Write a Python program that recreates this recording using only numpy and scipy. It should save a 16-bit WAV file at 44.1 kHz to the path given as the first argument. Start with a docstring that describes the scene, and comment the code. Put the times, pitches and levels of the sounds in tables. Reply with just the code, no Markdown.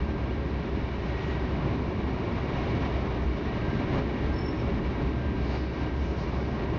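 """Old tram on rough rails, heard inside

Rough track shakes floor and panels: filtered noise, levelled, then driven by the track roughness.
The saloon throbs on one low air mode (narrow noise); rails roar and wheels hiss (resonant noise).
Two thin whines of the running gear come and go as wavering sines. Soft scrapes are swells of
high noise; one short squeak is a run of ringing slips.
"""
import sys
import numpy as np
from scipy import signal
from scipy.fft import rfft, irfft
from scipy.io import wavfile
from scipy.ndimage import uniform_filter1d

SR = 44100
rng = np.random.default_rng(int(sys.argv[2]) if len(sys.argv) > 2 else 0)


def store_wav(level_fs):
    """Save 16-bit WAV to argv[1]."""
    pcm = np.round(np.clip(np.atleast_2d(level_fs), -1, 1) * 32767)
    wavfile.write(sys.argv[1], SR, pcm.T.astype(np.int16))


N = 299086
TIME_S = np.arange(N) / SR
FREQ_HZ = np.fft.rfftfreq(N, 1 / SR)

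# Swell lengths below run from the top to the point where the swell has fallen to exp(-2).
# Track roughness reaching the car: time_s, rumble_drive_db, rail_roar_db, wheel_ring_db
TRACK = [(0, -32, -41.5, -48), (0.85, -32.5, -41.5, -47.0), (1.2, -31.5, -40, -44),
         (1.68, -30.5, -38.5, -45.5), (1.96, -30.5, -40.5, -47.5), (2.7, -30.0, -36.5, -42),
         (3.15, -32, -37.5, -45), (3.32, -32.5, -42.5, -47.5), (3.55, -30.5, -39, -44),
         (3.95, -30.5, -38.5, -45), (4.08, -32, -40, -46.0), (4.24, -30, -39, -44.0),
         (4.42, -31.5, -40, -46.5), (4.85, -31, -39.0, -45), (5.2, -30.5, -41.5, -48),
         (5.54, -30.5, -41, -46.5), (5.66, -33.5, -43, -47.5), (6.78, -30.5, -38.5, -47.0)]
# Rail bumps shifting rumble and roar for a moment: top_s, length_s, rumble_shift_db, roar_shift_db
RAIL_BUMPS = [(.27, 0.12, .5, 1.5), (0.788, 0.057, 2.5, 0), (1.062, .09, 0.5, 0.2), (1.677, .12, 2.5, 1),
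              (2.498, 0.22, -0.5, 0), (2.76, 0.083, 2, -1.5), (3.0, .12, 0.9, -1), (3.757, 0.14, 2, 0),
              (3.968, 0.081, 3.5, 4), (4.717, 0.19, 2.5, -0.2), (5.032, 0.044, 2, 1.5),
              (5.543, 0.056, -1.5, 4), (5.823, 0.094, 3, 2.5), (6.277, .14, 0.5, 1.5)]
# Vibration through the bogies into the floor, relative spectrum: freq_hz, density_db_per_hz
FLOOR_SPECTRUM = [(12, -18), (31, -12), (37, -2), (52, -3.5), (72, -5), (92, -2), (140, -2.5), (166, -5.5),
                  (290, -5.5), (410, -5.5), (445, -10), (480, -24.5), (1000, -76)]
# Floor and wall panel resonances: centre_hz, width_hz, lift_db
PANEL_MODES = [(88, 12, 2.5), (119.6, 16, 4.5), (141, 25, 3), (176.3, 16, 5.5), (201, 2.3, 5.5),
               (217, 7.7, 8), (248.3, 4.6, 4.5), (262.2, 11, 3), (295, 11, 3), (309, 16, 4.5),
               (361, 7.5, 1.5), (381.5, 11, 3)]
# Strength of the lowest air mode between surges: time_s, level_db
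BOOM_LEVEL = [(0, -29.5), (.65, -34), (1.75, -33), (2.5, -35.5), (3.1, -33.5), (3.5, -37.5), (4.3, -36.5),
              (4.54, -44.5), (4.75, -33.5), (5.5, -33), (6.78, -34)]
# Surges of that mode as the car heaves: top_s, length_s, lift_db
BOOM_SURGES = [(2.95, 0.053, 7.5), (3.13, 0.053, 4), (3.28, .07, 7.5), (4.0, .05, 4.5), (4.32, 0.22, 7.5),
               (4.67, .06, 9.5), (5.08, 0.034, 3), (5.27, 0.068, 5.5), (5.6, 0.092, 3), (6.04, 0.056, 8.5)]
# Rolling noise dulled by closed doors and windows, relative spectrum: freq_hz, density_db_per_hz
ROAR_SPECTRUM = [(250, -14), (500, 0.5), (600, -0.5), (830, -3), (1080, -4.5), (1260, -8), (1600, -11),
                 (2150, -11.5), (2550, -15.5), (3250, -20), (4100, -23), (5700, -30.5), (6900, -43.5),
                 (7800, -64)]
# Broad wheel and rail resonances: centre_hz, width_hz, lift_db
WHEEL_MODES = [(560, 8.7, 6.5), (591, 9.7, 2.5), (680, 65, 2), (963, 51, 4), (1074, 34, 3.5),
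               (1820, 66, 2.5), (2277, 170, 5), (2850, 210, 4.5), (3855, 420, 3)]
# Pitches of the two running-gear whines: name -> pitch_hz
WHINE_HZ = {"low": 1585, "high": 1901}
# Swells of the whines: top_s, length_s, level_db, whine_name
WHINE_SWELLS = [(0.076, 0.49, -57, "low"), (0.478, 0.13, -67, "high"), (1.226, 0.29, -51.5, "high"),
                (1.397, .15, -58, "low"), (2.6, 0.35, -59, "high"), (3.55, .12, -55.5, "high"),
                (3.708, .22, -51, "low"), (3.88, .22, -55, "high"), (4.25, 0.24, -54.5, "high"),
                (4.286, 0.33, -58, "low"), (4.882, 0.16, -56.5, "high"), (5.25, .38, -53, "low"),
                (5.857, 0.35, -59, "low"), (6.68, .2, -58.5, "high"), (6.75, 0.56, -59, "low")]
# Slips of a metal part making up the squeak: start_s, hold_s, level_db, pitch_hz
SLIPS = [(4.33, .045, -57.5, 5370), (4.378, .014, -50.5, 5365), (4.414, 0.098, -57.5, 5415),
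         (4.451, .036, -48.5, 5418), (4.562, 0.047, -60, 5400)]
# Soft scrapes of rubbing metal: top_s, length_s, level_db, centre_hz, width_hz
SCRAPES = [(1.078, .08, -70, 5700, 1200), (1.29, 0.1, -74.5, 6600, 900), (3.24, .06, -69, 5600, 1590),
           (3.97, 0.087, -69, 5300, 1900), (5.54, 0.19, -54.5, 4400, 1690), (5.52, 0.12, -71, 6360, 900),
           (5.777, 0.16, -60.5, 4320, 2120), (6.057, 0.17, -60, 4800, 2290),
           (6.208, 0.07, -56.5, 4620, 2300), (6.42, 0.38, -61.5, 4670, 2100)]

BOOM_HZ, BOOM_WIDTH_HZ = 65.5, 10.5  # gain is a quarter one width off centre
WHINE_REST_DB = -61.5  # either whine between its swells
SLIP_ATTACK_S, SLIP_T60_S = 0.012, 0.21
BUMP_WHEEL_SHARE = 0.66  # part of the roar's dB shift that reaches the wheels
MIC_EDGE_HZ = 7600


def rumble(drive_db, usual_db=-31, deep_db=-0.3, panel_db=0.06,
           deep_growth=1.45, panel_growth=0.95, split_hz=270, lump_db=0.5):
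    """Uneven rail shakes the floor in lumps and rings the panels; roughness lifts the deep part most."""
    deep_share = 1 / (1 + (FREQ_HZ / split_hz) ** 8)
    shaking = steadied(noise(colour(FLOOR_SPECTRUM, PANEL_MODES)), span_s=0.16)
    deep = irfft(rfft(shaking) * deep_share, N)
    panels = shaking - deep
    excess_db = drive_db - usual_db
    body = deep * gain_of(deep_db + deep_growth * excess_db)
    body = body + panels * gain_of(panel_db + panel_growth * excess_db)
    return gain_of(usual_db + lump_db * drift(rate_hz=5.2)) * body


def boom(throb_db=1.7):
    """The floor drives one narrow air mode of the saloon at random: it throbs and sometimes surges."""
    level_db, = follow(BOOM_LEVEL)
    level_db = level_db + lifts(BOOM_SURGES) + throb_db * drift(rate_hz=9)
    mode = noise(1 / (1 + ((FREQ_HZ - BOOM_HZ) / BOOM_WIDTH_HZ) ** 2) ** 2)
    return gain_of(level_db) * steadied(mode, span_s=0.21)


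def roar(rail_db, wheel_db, flutter_db=0.53, hiss_flutter_db=0.51, split_hz=1450, ripple_db=0.6):
    """Rolling contact shakes rails (middle range) and wheels (treble); both flutter with the rail head."""
    # the saloon's crowded standing waves ripple the spectrum
    standing_db = ripple_db * evened(uniform_filter1d(rng.standard_normal(len(FREQ_HZ)), size=70))
    spectrum = colour(ROAR_SPECTRUM, WHEEL_MODES) * gain_of(standing_db)
    rail_share = 1 / (1 + (FREQ_HZ / split_hz) ** 8)  # of power
    rails = steadied(noise(spectrum * np.sqrt(rail_share)), span_s=0.58)
    wheels = steadied(noise(spectrum * np.sqrt(1 - rail_share)), span_s=0.59)
    rails = rails * gain_of(eased(rail_db, span_s=0.035))
    hiss_db = hiss_flutter_db * drift(rate_hz=17)
    wheels = wheels * gain_of(eased(wheel_db, span_s=0.044) + hiss_db)
    return gain_of(flutter_db * drift(rate_hz=32)) * (rails + wheels)


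def whine():
    """Two thin tones of the running gear swell at their own times and sink back into the roar."""
    level = {name: gain_of(WHINE_REST_DB) for name in WHINE_HZ}
    for top_s, length_s, level_db, name in WHINE_SWELLS:
        level[name] = level[name] + gain_of(level_db) * swell(top_s, length_s)
    return sum(level[name] * tone(pitch_hz) for name, pitch_hz in WHINE_HZ.items())


def squeak(jitter_hz=12, scatter=0.58):
    """Each slip rings a high mode that dies away; wall reflections beat against it and make it stutter."""
    out = np.zeros(N)
    jitter = jitter_hz * drift(rate_hz=84)
    paths = 1 + scatter * (drift(rate_hz=78) + 1j * drift(rate_hz=55))
    for start_s, hold_s, level_db, pitch_hz in SLIPS:
        attack = np.clip((TIME_S - start_s) / SLIP_ATTACK_S, 0, 1)
        decay_db = -60 * np.maximum(TIME_S - start_s - hold_s, 0) / SLIP_T60_S
        turns = np.cumsum(pitch_hz + jitter) / SR
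        slip_paths = np.roll(paths, round(start_s * SR))
        ring = (slip_paths * np.exp(2j * np.pi * turns)).real
        out += attack * gain_of(level_db + decay_db) * steadied(ring, span_s=0.056)
    return out


def scrapes():
    """Rubbing metal: each scrape is a short swell of high hiss."""
    out = np.zeros(N)
    for top_s, length_s, level_db, centre_hz, width_hz in SCRAPES:
        hiss = noise(np.exp(-2 * ((FREQ_HZ - centre_hz) / width_hz) ** 2))
        out += gain_of(level_db) * swell(top_s, length_s) * hiss
    return out


def gain_of(db):
    """Decibels to amplitude."""
    return 10 ** (np.asarray(db) / 20)


def evened(x):
    """Scales to an rms of one."""
    return x / np.sqrt(np.mean(abs(x) ** 2) + 1e-20)


def follow(table):
    """Columns of a curve table, interpolated at every sample."""
    time_s, *columns = np.transpose(table)
    return [np.interp(TIME_S, time_s, column) for column in columns]


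def colour(points, modes):
    """Gain per frequency: a smooth spectrum with resonances standing on it."""
    point_hz, point_db = np.transpose(points)
    gain_db = np.interp(np.log(FREQ_HZ + 1), np.log(point_hz + 1), point_db)
    for centre_hz, width_hz, lift_db in modes:
        gain_db = gain_db + lift_db / (1 + (2 * (FREQ_HZ - centre_hz) / width_hz) ** 2)
    return gain_of(gain_db)


def noise(gain):
    """Random vibration with the given spectrum, rms one."""
    return evened(irfft(rfft(rng.standard_normal(N)) * gain, N))


def drift(rate_hz):
    """Random wandering, rms one; its spectrum falls to 1/e at rate_hz."""
    return noise(np.exp(-(FREQ_HZ / rate_hz) ** 2))


def steadied(x, span_s):
    """Divides by the local rms, taken over a sliding window of span_s."""
    window = signal.windows.hann(max(int(span_s * SR), 64))
    weight = signal.fftconvolve(np.ones(N), window, "same")
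    power = signal.fftconvolve(x ** 2, window, "same") / weight
    return x / np.sqrt(abs(power) + 1e-9)


def eased(curve, span_s):
    """Rounds the corners of a control by a running mean."""
    return uniform_filter1d(curve, max(int(span_s * SR), 1), mode="nearest")


def swell(top_s, length_s):
    """Gaussian rise and fall, one at the top."""
    return np.exp(-2 * ((TIME_S - top_s) / length_s) ** 2)


def lifts(rows):
    """Sum of swells in dB from rows of top_s, length_s, lift_db."""
    return sum(lift_db * swell(top_s, length_s) for top_s, length_s, lift_db in rows)


def tone(pitch_hz, waver_hz=1.48, shimmer_db=1.6):
    """A nearly pure tone wavering in pitch and strength."""
    turns = np.cumsum(pitch_hz + waver_hz * drift(rate_hz=16.5)) / SR
    return gain_of(shimmer_db * drift(rate_hz=16)) * evened(np.sin(2 * np.pi * turns))


def scene():
    """Rolling noise driven by track and bumps, plus boom, whines, scrapes and squeak."""
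    drive_db, rail_db, wheel_db = follow(TRACK)
    shake_db = lifts((top_s, length_s, db) for top_s, length_s, db, _ in RAIL_BUMPS)
    bump_db = lifts((top_s, length_s, db) for top_s, length_s, _, db in RAIL_BUMPS)
    rolling = rumble(drive_db + shake_db)
    rolling = rolling + roar(rail_db + bump_db, wheel_db + BUMP_WHEEL_SHARE * bump_db)
    return (rolling + boom() + whine() + scrapes() + squeak())[None]


def record(dry):
    """A small mono microphone with a narrow band: low-pass, ends softly faded."""
    soft_ends = signal.windows.tukey(N, 0.001)
    low_pass = signal.firwin(201, MIC_EDGE_HZ, window=("kaiser", 8), fs=SR)
    return signal.oaconvolve(dry * soft_ends, low_pass[None], "same")


dry = scene()
out = record(dry)
store_wav(out)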